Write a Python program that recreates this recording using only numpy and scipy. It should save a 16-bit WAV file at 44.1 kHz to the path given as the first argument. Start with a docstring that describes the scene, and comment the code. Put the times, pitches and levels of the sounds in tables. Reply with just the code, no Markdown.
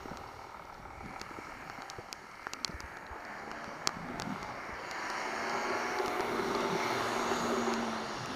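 """A six-cylinder diesel car idles behind a cyclist on a wet street, pulls away and overtakes. Uneven firings ring
the engine block and the exhaust pipe, over coloured tyre noise, a low drone and a wavering turbo whistle.
Spray is noise in the rings of the microphone's small case on the helmet; rain drops strike the same case.
Bumps thud through the helmet as short low cycles, and wind rumbles on the port as patchy noise."""
import sys
import numpy as np
from scipy import signal
from scipy.fft import rfft, irfft, next_fast_len
from scipy.io import wavfile
from scipy.ndimage import uniform_filter1d, map_coordinates

SR = 44100
rng = np.random.default_rng(int(sys.argv[2]) if len(sys.argv) > 2 else 0)


def ratio(d):
    """dB to gain"""
    e = np.asarray(d, float) / 20
    return 10 ** e


def persist_wave(psi):
    """Save psi, clipped to +-1, as 16-bit WAV."""
    counts = np.round(np.clip(psi, -1, 1) * 32767).astype(np.int16)
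    wavfile.write(sys.argv[1], SR, np.atleast_2d(counts).T)


N = 368235
LEVEL_S, LEVEL_SPAN_S = 7.38, 0.42  # the car draws level: moment and half length


def curves(table):
    """Columns of a table, one value per sample."""
    s, *columns = np.transpose(table)
    return [np.interp(np.arange(N) / SR, s, c) for c in columns]


def unit(x):
    """Scale to rms 1."""
    return x / np.sqrt(np.mean(x ** 2))


def ring(x, hz, width_hz):
    """One resonance, gain 1 at the centre."""
    return signal.lfilter(*signal.iirpeak(hz, hz / width_hz, fs=SR), x)


def walk(rate):
    """Random levels held 1 / rate s and slewed twice; spread near 1."""
    k = int(SR / rate)
    held = np.repeat(rng.standard_normal(N // k + 1), k)
    return 1.3 * uniform_filter1d(uniform_filter1d(held, k), k)[:N]


def swell(s, half_s):
    """1 around a moment, 0 far from it."""
    return np.exp(-((np.arange(N) / SR - s) / half_s) ** 4)


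def noise(colour, patchy_db, rate):
    """Coloured noise whose half-octave bands each flicker on their own."""
    size = next_fast_len(N)
    hz = np.maximum(np.arange(size // 2 + 1) * SR / size, 1)
    points_hz, db = np.transpose(colour)
    tint = ratio(np.interp(np.log(hz), np.log(points_hz), db, -90, -90))
    spectrum = rfft(rng.standard_normal(size)) * tint
    half_octave = 2 * np.log2(hz / points_hz[0])
    out = np.zeros(N)
    for k in range(int(2 * np.log2(points_hz[-1] / points_hz[0])) + 2):
        band = irfft(spectrum * np.clip(1 - abs(half_octave - k), 0, 1), size)[:N]
        out = out + ratio(patchy_db * walk(rate)) * band
    return unit(out)


# the cylinders fire unevenly:
# (knock level [dB], exhaust level [dB], exhaust lateness before scaling [share of a firing])
CYLINDER_SPREAD = [(3, 6, 0), (0.5, -2, -.06), (2.5, 0, .06), (-1.1, -3, .02), (-1.1, 0, -.07),
                   (-2, -1, .05)]


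def firings(phase, column, scatter_db, late):
    """One pulse per firing, sized and delayed by its cylinder, split between two samples."""
    count = np.arange(np.ceil(phase[0]), phase[-3] - 1).astype(int)
    cylinder = np.array(CYLINDER_SPREAD)[count % len(CYLINDER_SPREAD)]
    chance = rng.standard_normal((len(count), 2))
    at = np.interp(count + late * cylinder[:, 2], phase, np.arange(N))
    at = at + 3 * chance[:, 0]  # jitter in samples
    size = ratio(cylinder[:, column] + scatter_db * chance[:, 1])
    pulses = np.zeros(N)
    np.add.at(pulses, at.astype(int), size * (1 - at % 1))
    np.add.at(pulses, at.astype(int) + 1, size * (at % 1))
    return pulses


# engine block under each knock: (centre [Hz], width of the first of two rings [Hz], mean level [dB])
BLOCK_RINGS = [(570, 70, -9), (795, 120, -1), (860, 80, -2), (940, 110, -1), (1310, 170, -1.5),
               (2200, 220, -12)]


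def engine_knock(pulses, puffs, hz, steady):
    """Combustion knocks ring the block at idle; under load the whole body radiates a wide band."""
    rattle_decay = signal.lfilter([1], [1, -np.exp(-1 / (0.006 * SR))], pulses)
    rattle = rattle_decay * rng.standard_normal(N)
    blow = unit(pulses) + 0.36 * unit(rattle)
    # road and house fronts return each knock twice
    blow = blow + 0.25 * np.roll(blow, int(0.0088 * SR)) + 0.17 * np.roll(blow, int(0.0165 * SR))
    idle = np.zeros(N)
    for k, (f, width_hz, db) in enumerate(BLOCK_RINGS):
        mode = ring(ring(blow, f, width_hz), f, 1.5 * width_hz)
        idle = idle + (-1) ** k * ratio(db + 2.5 * walk(4)) * mode
    idle = unit(steady * idle)
    pull = unit(steady * ring(ring(unit(pulses) + 0.64 * puffs, 780, 980), 940, 800))
    load = np.clip((hz - hz[0]) / 45, 0, 0.85)
    return np.sqrt(1 - load) * idle + np.sqrt(load) * pull


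# roar of tyres on wet tar: (frequency [Hz], relative density [dB per Hz])
TYRE_COLOUR = [(150, -27), (300, -5), (480, -5.5), (700, -2.5), (1000, -3), (1350, -3), (1650, -11),
               (2200, -12), (2900, -34.5), (3500, -25), (5000, -36)]


def tyre_roar():
    """Tyres on wet tar: broadband noise whose bands flicker."""
    return noise(TYRE_COLOUR, patchy_db=1.7, rate=14)


# firing harmonics that stand out for a while as the paths to the ear change:
# (multiple of the firing rate [ratio], time [s], half length [s], mean peak against the clatter rms [dB])
STANDOUT_HARMONICS = [(10, 3.4, .2, -10), (11, 3.45, .25, -7), (9, 3.6, .22, -10), (7.5, 3.65, .2, -8),
                      (3, 3.55, .35, -12), (8, 4.2, .17, -8), (9, 4.3, .28, -7), (10, 4.22, .12, -8),
                      (4 / 3, 4.5, .1, -10), (7.5, 4.48, .12, -9), (9, 5.0, .28, -5), (8, 5.45, .35, -10),
                      (7, 5.6, .58, -6), (6, 5.4, .2, -8), (11.5, 5.7, .35, -10), (28 / 3, 5.8, .2, -8),
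                      (6, 6.03, .25, -3), (5, 6.35, .45, -13), (7.5, 6.72, .25, -8.5), (6, 6.95, .25, -10),
                      (1, 7.0, .2, -14), (25 / 3, 7.0, .3, -11)]


def standout_harmonics(phase):
    """Sines locked to the firing, each swelling around its own moment."""
    shaky = phase + 0.012 * walk(10)  # the car's distance never changes quite evenly
    out = np.zeros(N)
    for multiple, s, half_s, db in STANDOUT_HARMONICS:
        level = swell(s, half_s) * ratio(db + 1.8 * walk(12))
        out = out + level * np.sin(2 * np.pi * multiple * shaky)
    return out


def exhaust(puffs, steady):
    """Gas pulses and rushing noise ring the pipe near 380 Hz."""
    rush = 0.45 + 0.5 * np.clip(np.arange(N) / SR - 6.2, 0, 1)  # rougher off throttle
    gas = puffs * ratio(1.2 * walk(35)) + rush * rng.standard_normal(N)
    return unit(steady * ring(ring(gas, 381, 92), 375, 87))


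def exhaust_drone(phase, hz):
    """A tone at twice the firing rate that sets in once its pitch nears the pipe's low resonance."""
    tone = np.sqrt(2) * np.sin(2 * np.pi * 2 * phase + 0.55 * walk(25))
    onset = np.clip((hz - 55) / 25, 0, 1)
    return onset * ratio(1.5 * walk(30)) * tone


# idle, pull-away, a gear change, lift-off: (time [s], firing rate [Hz])
FIRING_RATE = [(0, 38.92), (2.42, 38.92), (3, 56), (3.25, 66.6), (3.5, 74.3), (3.75, 77.8), (4.1, 85.2),
               (4.65, 98), (4.8, 107), (4.9, 109), (5.12, 108), (5.3, 111.3), (5.57, 118.7), (5.75, 121),
               (6, 121.7), (6.25, 121.3), (6.4, 119), (6.7, 117.2), (7.1, 116.8), (7.35, 118.3),
               (7.6, 117.8), (7.8, 115.4), (8.05, 109), (8.35, 104)]
# mix of the car:
# (time [s], clatter and tyre level [dB], exhaust level [dB], drone level before its onset and flicker [dB])
CAR_LEVELS = [(0, -47, -62, -70), (.75, -48.5, -62.5, -70), (1.6, -47.5, -65, -70), (2.3, -51.5, -68, -70),
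              (3.05, -48, -74, -66), (3.5, -45, -80, -61), (3.93, -45, -67, -67), (4.33, -44, -55, -53),
              (4.72, -44.5, -62, -68.5), (5.58, -36.5, -44, -49.5), (6.12, -37, -41, -53.5),
              (6.49, -36, -37.5, -43.5), (6.85, -35, -40, -49.5), (7.15, -34.5, -43.5, -48),
              (7.56, -35.5, -37.5, -38), (7.92, -38, -49, -40), (8.15, -40, -55, -57.5),
              (8.35, -42.5, -56, -74)]


def car():
    """Knocks ring the block, gas pulses ring the pipe, the tyres roar on wet tar."""
    first_phase = 2.83  # firings
    knock_idle, knock_moving, knock_fade_hz = 0.56, 0.17, 19  # power shares; rise of firing rate that thins it
    hz, = curves(FIRING_RATE)
    level_db, exhaust_db, drone_db = curves(CAR_LEVELS)
    phase = first_phase + np.cumsum(hz) / SR
    steady = 1 / np.sqrt(hz)  # faster firing carries more energy; the levels are stated apart from it
    pulses = firings(phase, column=0, scatter_db=1.4, late=0)
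    puffs = unit(firings(phase, column=1, scatter_db=5.0, late=0.97))
    knock = engine_knock(pulses, puffs, hz, steady)
    share = knock_moving + (knock_idle - knock_moving) * np.exp((hz[0] - hz) / knock_fade_hz)
    share = np.clip(share, 0, 1)
    body = np.sqrt(share) * knock + np.sqrt(1 - share) * tyre_roar()
    body = body + standout_harmonics(phase)
    pipe = exhaust(puffs, steady)
    drone = exhaust_drone(phase, hz)
    return ratio(level_db) * body + ratio(exhaust_db) * pipe + ratio(drone_db) * drone


def turbo():
    """A thin wavering whistle: its pitch climbs to a peak, then sags as the turbine slows."""
    start_s, peak_s, end_s, fade_s, sag_s = 5.25, 5.75, 7.85, 0.4, 1.1
    start_hz, peak_hz, hold_hz = 11000, 12400, 11500
    s = np.arange(N) / SR
    rise = np.sin(np.pi / 2 * np.clip((s - start_s) / (peak_s - start_s), 0, 1))
    climb = start_hz + (peak_hz - start_hz) * rise
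    sag = hold_hz + (peak_hz - hold_hz) / np.cosh((s - peak_s) / sag_s * 2)
    hz = np.where(s < peak_s, climb, sag)
    on = np.clip(np.minimum(s - start_s, end_s - s) / fade_s, 0, 1)
    # the whistle gains 3 dB as the car draws level
    db = -72 + 3 * swell(LEVEL_S, LEVEL_SPAN_S) + 2.5 * walk(25)
    return on * ratio(db) * np.sin(2 * np.pi * np.cumsum(hz + 110 * walk(300)) / SR)


# fine mist, nearly flat up to an overall upper limit near 15.3 kHz:
# (frequency [Hz], relative density [dB per Hz])
MIST_COLOUR = [(5000, -49), (7500, 2), (8300, -2), (10000, -3), (11000, -3.5), (12000, -2.5), (15200, -5),
               (15450, -26)]


def mist(spray_db, side):
    """Fine mist and, under it, steady rain: one treble noise whose bands flicker."""
    fade_db_per_s, rain_db = 7, -74.5
    # the mist thins as the car draws away
    away_s = np.maximum(np.arange(N) / SR - LEVEL_S, 0)
    mist_db = spray_db - 14.5 + 7.5 * side - fade_db_per_s * away_s
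    return np.hypot(ratio(mist_db), ratio(rain_db)) * noise(MIST_COLOUR, patchy_db=2.2, rate=5)


# spray over time: (time [s], spray level [dB], how far it comes from beside the port [0-1],
# 2.2 kHz tyre ring level [dB], 1.7 kHz ring level [dB], 5.6 and 8.8 kHz rings' extra against the spray [dB])
SPRAY_LEVELS = [(0, -66.5, .64, -68, -66, -0.5), (.91, -75, 0.84, -65, -68, 1.5),
                (1.08, -69, 0.5, -53, -56, -2), (1.35, -67.5, 0.5, -58, -55, 0),
                (1.75, -66.5, 0.4, -52.5, -57, 0), (1.95, -68, 0.4, -60, -59, -0.5),
                (2.46, -70, 0.4, -56.5, -57, -1), (2.8, -69, 0.2, -60, -54, -1),
                (3.1, -72, .1, -63, -51.5, -4), (3.3, -69, 0, -58, -48, -1), (3.65, -66, 0, -61, -53, 2),
                (4.14, -70, 0.55, -55, -56, 1), (4.33, -65, 0.78, -56.5, -61, -0.5),
                (4.72, -68, 0.4, -50.5, -51, 5), (4.88, -57.5, 0, -52, -49.5, -9),
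                (5.1, -56, 0.05, -49, -44, 0.5), (5.72, -54.5, 0, -47, -46, -1),
                (5.92, -57, 0.55, -47.5, -45, 5), (6.14, -57.5, 0.83, -43, -72, -4),
                (6.44, -58, 0.96, -55, -67, 3), (6.88, -54, 0.93, -44, -54, 1.5),
                (7.05, -53.5, 0.93, -53, -44, -0.5), (7.32, -53, 0.87, -65, -59, -4),
                (7.7, -54.5, 0.86, -54, -51, -2), (8.0, -56, 0.8, -81, -56, -1.5),
                (8.35, -57, 0.85, -66, -49.5, 1)]
# rings of the case under spray: (centre [Hz], width of the first of two rings [Hz])
HISS_RINGS = [(4550, 620), (5600, 700), (6640, 500), (2850, 560), (3600, 600), (8800, 800), (9700, 1300),
              (4100, 380), (2170, 300), (1700, 420)]
# the first eight of those rings, in order: (level against the spray from ahead [dB], gain from beside [dB])
HISS_RING_LEVELS = [(1, -2.5), (-0.5, 1), (-3, -2.5), (1.5, 0.5), (-22, 25.5), (-15, -3), (-22, 7.5),
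                    (-8, 7.5)]
# single case rings that swell or dip as the head turns and the car draws level:
# (centre [Hz], time [s], half length [s], level change [dB])
RING_SWELLS = [(9700, 6.1, .26, 8), (9700, 6.57, .14, -4), (9700, 7.15, .4, 4), (4100, 6.9, .2, 3),
               (6640, 7.38, .42, 6.5)]


def spray():
    """Water thrown by tyres, heard through the resonances of the case."""
    spray_db, side, tyre_db, low_db, extra_db = curves(SPRAY_LEVELS)
    side = np.clip(side, 0, 1)
    rings_db = [spray_db + ahead_db + side_db * side for ahead_db, side_db in HISS_RING_LEVELS]
    rings_db = rings_db + [tyre_db, low_db]
    for k in (1, 5):  # 5.6 and 8.8 kHz
        rings_db[k] = rings_db[k] + extra_db
    out = mist(spray_db, side)
    for (hz, width_hz), db in zip(HISS_RINGS, rings_db):
        band = ring(ring(rng.standard_normal(N), hz, width_hz), hz, 1.3 * width_hz)
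        # small head movements slide each ring by a few percent
        band = map_coordinates(band, [np.cumsum(1 + 0.012 * walk(2.5))], order=1, mode="wrap")
        for swell_hz, s, half_s, up_db in RING_SWELLS:
            if abs(swell_hz / hz - 1) < 0.06:
                db = db + up_db * swell(s, half_s)
        out = out + ratio(db + 1.44 * walk(12) + 0.38 * walk(3.24)) * unit(band)
    return out


def case_shadow(street):
    """The case dims a band around 3.5 kHz for sound from ahead."""
    ahead = 1 - np.clip(curves(SPRAY_LEVELS)[1], 0, 1)
    return street - 0.6 * ahead * ring(street, 3500, 550)


# what a drop rings in the case: (centre [Hz], t60 of a hard drop [s], base level [dB])
CASE_RINGS = [(425, 0.012, 14.5), (810, 0.003, 24.5), (1280, 0.0033, 24), (2670, 0.0057, 3),
              (3450, 0.0054, -5), (4500, 0.0024, 8), (5340, 0.0017, 9), (6420, 0.0027, -1.5),
              (9500, 0.0016, 13), (11800, 0.0044, 0), (14200, .004, -17)]


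def drop_hit(t, peak_db, own_hz, low_db, fall_db, u):
    """One drop: decaying case modes, strongest near its own pitch, and a second strike as it breaks up."""
    low_fall = 0.15  # share of the fall that also dims the lowest rings
    splash_s, splash_db = 0.0014, -9  # the drop strikes again within this time
    hz, t60, db = np.array(CASE_RINGS, float).T[:, :, None]
    soft = max(fall_db / 9, 1)  # a soft drop rises and rings longer on one pitch
    away = abs(np.log2(hz / own_hz))  # octaves
    near_db = -fall_db * (away - away.min())
    # the top rings grow more slowly than the drop
    top_db = -13.5 - 0.32 * max(peak_db + 34, -15) - fall_db
    bottom_db = low_db - low_fall * fall_db * np.log2(hz[2] / hz)
    mode_db = db + np.where(hz < 2000, bottom_db, np.where(hz > 8000, top_db, near_db))
    # every drop lands elsewhere on the case
    gain = ratio(mode_db) * ratio(4 * (u[::-1] - 0.5))
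    build_up = 1 - np.exp(-t * hz / 0.45 / soft)  # low modes take longer
    decay = np.exp(-np.log(1000) * t / t60 / np.sqrt(soft))
    tuned = np.where(away == away.min(), own_hz, hz)  # the water pulls the nearest mode to its own pitch
    tuned = tuned * (1 + 0.05 * (u - 0.5))
    modes = gain * build_up * decay * np.sin(2 * np.pi * (tuned * t + 0.1 * u))
    hit = modes.sum(axis=0)
    return hit + ratio(splash_db) * np.interp(t - splash_s * (1 + u[0]) / 2, t, hit, 0)


# single drops: (time [s], strike level [dB], strongest ring [Hz], low ring level [dB],
# fall of the other rings [dB per octave])
DROP_HITS = [(0.1717, -33.5, 4430, -18, 10), (1.0605, -47, 6800, -13, 11), (1.1968, -41, 6390, -20, 9),
             (1.2147, -32.5, 1520, -10.5, -1.5), (1.6984, -39.5, 4500, -1, 16),
             (1.8203, -33.5, 4470, -10, 18), (1.9, -27.5, 6200, -33, 8.5), (2.1275, -27, 4890, -19.5, 0),
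             (2.4685, -45, 4900, 12, 20), (2.5346, -24, 4520, -22, 4), (2.6466, -14, 4580, -24.5, 16),
             (2.6788, -39, 4300, -12, -1), (2.7113, -46, 4600, -25, 25), (2.804, -35.5, 4840, -12, 2),
             (2.9699, -41, 4090, -4, 13), (3.0658, -41.5, 4050, -24, 26), (3.2505, -43, 4800, -20, 20),
             (3.5145, -34.5, 2930, -7.5, 12), (3.643, -38, 4400, -8.5, 12),
             (3.8731, -12.5, 4740, -19.5, 10), (3.8914, -38, 4480, -3, 11), (4.1984, -25.5, 4360, -12.5, 7),
             (4.2205, -28, 3820, -13, 10), (4.429, -34.5, 3180, -13, 9), (4.912, -33.5, 4500, -14, 0),
             (5.1011, -33, 4600, -10, 9), (5.4962, -35, 4700, -15, 12), (5.9868, -27, 4540, -28, 33),
             (6.0604, -33, 3000, -16, 0), (6.0805, -29, 4400, -10, 4), (6.2065, -31, 4520, -7, 8),
             (6.55, -28, 4350, -25, 34), (6.6069, -32, 3410, -24, 7), (7.738, -28.5, 5230, -31, 2),
             (8.2589, -33, 5470, -26, 3)]


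def drops(small_db=-59, spread_db=3.5, top_db=-49):
    """Each drop rings the case modes, most near its own pitch; faint ones fall at random."""
    faint = []
    for u, v, w in rng.random((int(N / SR * 45), 3)):  # 45 per second
        strike_db = min(small_db - spread_db * np.log(v), top_db)
        faint.append((u * N / SR, strike_db, 3500 + 3000 * w, -14, 20))
    rows = list(DROP_HITS) + faint
    chance = rng.random((len(rows), len(CASE_RINGS), 1))
    t = np.arange(int(0.03 * SR)) / SR
    out = np.zeros(N + len(t))
    for (s, peak_db, own_hz, low_db, fall_db), u in zip(rows, chance):
        i = int((s + 0.0004) * SR)
        out[i:i + len(t)] -= ratio(peak_db) * drop_hit(t, peak_db, own_hz, low_db, fall_db, u)
    # the case weakens a band around 8.4 kHz
    out = out[:N] - 0.37 * ring(out[:N], 8400, 1800)
    # the very top of each drop is rolled off above 14.8 kHz
    return signal.sosfilt(signal.butter(6, 14800, fs=SR, output="sos"), out)


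# jolts: (time [s], envelope peak [dB], pitch [Hz], knock level against that peak, before its decay [dB])
BUMP_HITS = [(0.049, -32, 332, -17), (0.104, -34.5, 188, -3), (0.197, -46, 91.5, -1.5),
             (0.788, -44, 190, -19), (1.05, -38.5, 203, -22), (1.302, -36.5, 302, -18),
             (1.379, -33, 340, -14), (1.478, -40, 396, -19), (1.777, -43.5, 231, -3),
             (1.975, -39, 108, 0.5), (2.685, -35, 180, -8), (2.733, -35, 67.3, -30), (2.829, -39, 64, -9),
             (3.1, -41, 62, -26), (3.149, -36, 405, -20), (3.468, -35, 440, -12), (3.669, -35, 200, -19),
             (3.96, -34, 194, -21), (4.092, -34, 290, -8), (4.684, -37, 302, -6), (4.717, -43.5, 60, -22)]


def bumps():
    """Soft jolts through the helmet: a few low cycles and a short knock of 180-620 Hz noise."""
    t = np.arange(int(0.12 * SR)) / SR
    knock_band = signal.butter(2, [180, 620], "band", fs=SR)
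    grit = signal.lfilter(*knock_band, rng.standard_normal((len(BUMP_HITS), len(t))))
    out = np.zeros(N + len(t))
    for (s, peak_db, hz, knock_db), g in zip(BUMP_HITS, grit):
        x = t * hz / 0.45  # the envelope peaks after 0.45 cycles
        thud = np.e * x * np.exp(-x) * np.sin(2 * np.pi * hz * t)
        knock = ratio(knock_db) * unit(g) * np.exp(-t / 0.014)
        i = int((s + 0.008) * SR)
        out[i:i + len(t)] += ratio(peak_db) * (thud + knock)
    return out[:N]


# gusts: (time [s], deep buffeting level [dB], flutter level [dB])
WIND_LEVELS = [(0, -54, -55.5), (.35, -59, -62), (.52, -62.5, -67), (1.05, -51.5, -53), (1.21, -63, -61),
               (1.56, -60, -58), (1.88, -65, -64), (2.54, -66, -62.5), (2.74, -61, -56),
               (3.2, -65.5, -62.5), (3.8, -64, -58), (4.11, -54, -47), (4.3, -62, -43), (4.42, -55, -53.5),
               (4.86, -64.5, -58), (6.2, -61.5, -54), (6.45, -59, -39), (6.91, -59, -50.5),
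               (8.35, -60, -49)]
# deep buffeting: (frequency [Hz], relative density [dB per Hz])
BUFFET_COLOUR = [(15, -4.5), (28, -6), (60, -4), (95, -4), (140, -5)]
# flutter: (frequency [Hz], relative density [dB per Hz])
FLUTTER_COLOUR = [(60, -30), (110, -17), (180, -12), (300, -13), (480, -35)]


def wind():
    """Gusty pressure on the microphone port: two patchy low noises."""
    buffet_db, flutter_db = curves(WIND_LEVELS)
    buffet = noise(BUFFET_COLOUR, patchy_db=3.0, rate=15)
    flutter = noise(FLUTTER_COLOUR, patchy_db=5.0, rate=17)
    return ratio(buffet_db) * buffet + ratio(flutter_db) * flutter


def scene():
    """All sources at the one microphone."""
    street = case_shadow(car() + turbo() + spray())
    return (street + drops() + bumps() + wind())[None]


def top_cut(x):
    """Nothing passes above the cut-off."""
    return signal.sosfilt(signal.butter(12, 16500, fs=SR, output="sos"), x)


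def record(dry):
    """The finished mix, as it is kept."""
    return top_cut(dry)


dry = scene()
out = record(dry)
persist_wave(out)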